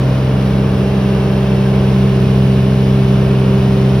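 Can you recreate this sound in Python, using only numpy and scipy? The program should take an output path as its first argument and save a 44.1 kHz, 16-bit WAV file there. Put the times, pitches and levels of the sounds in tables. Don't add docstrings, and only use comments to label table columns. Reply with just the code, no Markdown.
import sys
import numpy as np
from scipy import signal
from scipy.fft import rfft, irfft
from scipy.io import wavfile
from scipy.ndimage import uniform_filter1d, minimum_filter1d

SR = 44100
rng = np.random.default_rng(int(sys.argv[2]) if len(sys.argv) > 2 else 0)


def master_out(mix):
    frames = np.transpose(np.atleast_2d(mix))
    ceiling = np.clip(frames, -1, 1)
    pcm = np.round(ceiling * 32767).astype(np.int16)
    wavfile.write(sys.argv[1], SR, pcm)


N = 176400

CYCLE_HZ, PULSES_PER_CYCLE = 21.762, 3
SMEAR_HZ = 420
SIDE_HZ, SIDE_MAX = 1250, .42
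# t/s, level/dB
MIDRANGE_RIDE = [(0, .4), (1.0, .8), (1.6, .5), (2.2, -.3), (2.6, -1.7), (3.1, -.6), (3.4, 0.2), (4, -0.2)]


def engine(turns, swelling_wander_db=.4, steady_wander_db=1.5):
    swelling_tones = {6: [(0, -12.5), (0.4, -14.5), (0.9, -16.8), (1.4, -16), (1.7, -14), (2.4, -12.5),
                      (2.8, -13.1), (4, -13)], 9: [(0, -27.5), (0.25, -20.5), (0.5, -17.5), (1.1, -16.4),
                      (2, -15.5), (4, -16.5)], 12: [(0, -27), (0.7, -28.5), (1.3, -39), (1.7, -52.6),
                      (2.1, -35.5), (2.6, -28.5), (3.1, -29), (3.4, -31.5), (4, -35)], 18: [(0, -46),
                      (0.35, -32.5), (0.7, -29.5), (1.1, -25.7), (1.7, -25.1), (2.1, -24), (2.7, -25.5),
                      (3.4, -22), (4, -22)]}
    # multiple of the cycle, level/dB
    steady_tones = [(2, -52.5), (3, -25.5), (4, -34.5), (5, -51), (7, -41), (8, -43.5), (10, -44),
                    (11, -59), (13, -36), (14, -35), (15, -47), (16, -46), (17, -41), (19, -38.5),
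                    (20, -34), (21, -33.5), (22, -50), (23, -52), (24, -37), (25, -43), (26, -52.5),
                    (27, -33), (28, -44.5), (29, -41), (30, -38), (31, -52), (32, -60), (33, -65),
                    (34, -47), (35, -45), (36, -45), (37, -47), (38, -43), (39, -52), (40, -51),
                    (41, -46.5), (42, -51), (43, -45), (44, -48.5), (45, -47), (46, -50.5), (47, -54.5),
                    (48, -45), (49, -52.5), (51, -50), (53, -60), (56, -52.5), (61, -49.5), (62, -55.5),
                    (63, -62), (64, -60)]
    out = np.zeros((2, N))
    for order, ride in swelling_tones.items():
        out += engine_tone(turns, order, curve(ride) + swelling_wander_db * walk(5.95), flutter_rad=.025)
    midrange = curve(MIDRANGE_RIDE)
    for order, db in steady_tones:
        reach = min(order * CYCLE_HZ / SMEAR_HZ, 1) ** 2
        sway_db = reach * (midrange + steady_wander_db * walk(1.83))
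        out += engine_tone(turns, order, db + sway_db, flutter_rad=.05)
    return out


def engine_tone(turns, order, db, flutter_rad, delay_s_per_hz=1.8e-5):
    hz = order * CYCLE_HZ
    scatter, side_phase = rng.uniform(-np.pi, np.pi, 2)
    if order % PULSES_PER_CYCLE == 0 and hz < SMEAR_HZ:
        scatter = 0
    lag = np.pi * delay_s_per_hz * hz ** 2
    phase = 2 * np.pi * order * turns - lag + scatter + flutter_rad * walk(5)
    width = min((hz / SIDE_HZ) ** 1.5, SIDE_MAX)
    gain = -np.sqrt(2 / (1 + width ** 2)) * undb(db)
    mid, side = np.cos(phase), width * np.cos(phase + side_phase)
    return gain * np.array([mid + side, mid - side])


def buzz(turns, size=4096, count=180, scatter_db=3):
    # f/Hz, level/dB
    overtones = [(1080, -61), (1400, -59), (1700, -59), (2000, -64), (2800, -63.5), (4000, -73)]
    hz = np.arange(count) * CYCLE_HZ
    gain = undb(at_hz(overtones, hz)) * (hz > overtones[0][0])

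    def rattle():
        levels = gain * undb(scatter_db * rng.standard_normal(count))
        lines = levels * np.exp(2j * np.pi * rng.random(count))
        wavetable = irfft(lines, size) * size / np.sqrt(2)
        return np.interp(turns % 1 * size, np.arange(size), wavetable)

    crossfade = np.linspace(0, np.pi / 2, N)
    mid, side = (np.cos(crossfade) * rattle() + np.sin(crossfade) * rattle() for _ in range(2))
    return (mid + SIDE_MAX * np.array([side, -side])) / np.hypot(1, SIDE_MAX)


def slipstream(turns, rumble_hz=300, hiss_hz=2000, seal_hz=2840, seal_width_hz=330,
               buffet_db=.7, gust_db=.35):
    # f/Hz, level/dB
    air_colour = [(20, -73.9), (32, -67), (46, -54), (88, -40.5), (115, -44.5), (185, -41.5), (235, -49.5),
                  (400, -50.5), (520, -55), (750, -62), (1100, -63.5), (1600, -66.5), (1850, -69.5),
                  (2300, -68), (2750, -66), (3500, -71), (4500, -75.5), (5600, -77), (7200, -89),
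                  (10000, -85.5), (15000, -91)]
    # f/Hz, coherence (0-1), lead of the left/rad
    stereo_image = [(60, .9998, 0), (120, .998, 0), (250, .96, 0), (450, .88, -.1), (800, .7, 0),
                    (1500, .82, .15), (2100, .66, .35), (2600, .62, 1.2), (3400, .5, 1.2), (4000, .68, .9),
                    (4650, .56, 1), (5300, .76, .35), (7200, .9, 3.14), (10300, .86, 6.28),
                    (13500, .84, 9.4), (16000, .7, 12.2)]
    # t/s, level/dB
    rumble_ride = [(0, -3.2), (1, -2.1), (2, -.9), (4, -.7)]
    # t/s, level/dB
    hiss_ride = [(0, -1), (1.2, -0.2), (2.3, 0.1), (3.3, 0.2), (4, 0.5)]
    # t/s, level/dB
    seal_ride = [(0, -2), (.6, -1.7), (.9, .7), (2, .6), (3, 1.1), (4, .1)]
    hz = np.arange(N // 2 + 1) * SR / N
    image_hz, coherence, lead = np.array(stereo_image).T
    coherence, lead = np.interp(hz, image_hz, coherence), np.interp(hz, image_hz, lead)
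    mid, side = rfft(rng.standard_normal((2, N))) * np.sqrt([(1 + coherence) / 2, (1 - coherence) / 2])
    air = np.array([(mid + side) * np.exp(1j * lead), mid - side])
    air *= undb(at_hz(air_colour, hz)) * np.sqrt(SR / 2)
    low, high = 1 / (1 + (hz / rumble_hz) ** 4), 1 - 1 / (1 + (hz / hiss_hz) ** 4)
    rumble = irfft(air * low, N) * undb(curve(rumble_ride) + buffet_db * walk(5.1))
    roar = irfft(air * (1 - low - high), N) * undb(curve(MIDRANGE_RIDE) + gust_db * walk(8.97))
    seal = np.exp(-((hz - seal_hz) / seal_width_hz) ** 2)
    hiss = irfft(air * high * (1 - seal), N) + irfft(air * high * seal, N) * undb(curve(seal_ride))
    hiss *= undb(curve(hiss_ride) + gust_db * walk(9))
    throb = 1 + .032 * np.cos(2 * np.pi * turns) + .034 * np.cos(2 * np.pi * 6 * turns)
    return rumble + (roar + hiss) * throb


def wall_reflections(air, delays_s=(.0016, .0027, .0043, .0056), drift_s=.00015, gain=.13):
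    out, samples = air, np.arange(N)
    for delay in delays_s:
        tap = (samples - SR * (delay + drift_s * walk(1))) % (N - 1)
        out = out + gain * np.array([np.interp(tap, samples, channel) for channel in air])
    return out


def undb(db):
    return 10 ** (np.asarray(db) / 20)


def curve(rows):
    return np.interp(np.arange(N) / SR, *np.array(rows, float).T)


def at_hz(rows, hz):
    f, values = np.array(rows, float).T
    return np.interp(np.log(np.maximum(hz, 1)), np.log(f), values)


def walk(rate):
    hold = int(SR / rate)
    steps = np.repeat(rng.standard_normal(N // hold + 4), hold)
    start = hold + rng.integers(hold)
    return np.sqrt(3 / 2) * uniform_filter1d(steps, hold)[start:start + N]


def scene(speed_drift=.0002, first_pulse_s=.002503):
    cycle_hz = CYCLE_HZ * (1 + speed_drift * walk(2.04))
    turns = np.cumsum(cycle_hz) / SR - first_pulse_s * CYCLE_HZ
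    return engine(turns) + buzz(turns) + wall_reflections(slipstream(turns))


def record(dry, ceiling=.92, ramp_samples=441, top_hz=15750):
    allowed = ceiling / np.maximum(np.abs(dry).max(axis=0), ceiling)
    gain = uniform_filter1d(minimum_filter1d(allowed, 2 * ramp_samples), ramp_samples)
    return signal.sosfilt(signal.ellip(10, .1, 80, top_hz, fs=SR, output="sos"), dry * gain)


dry = scene()
out = record(dry)
master_out(out)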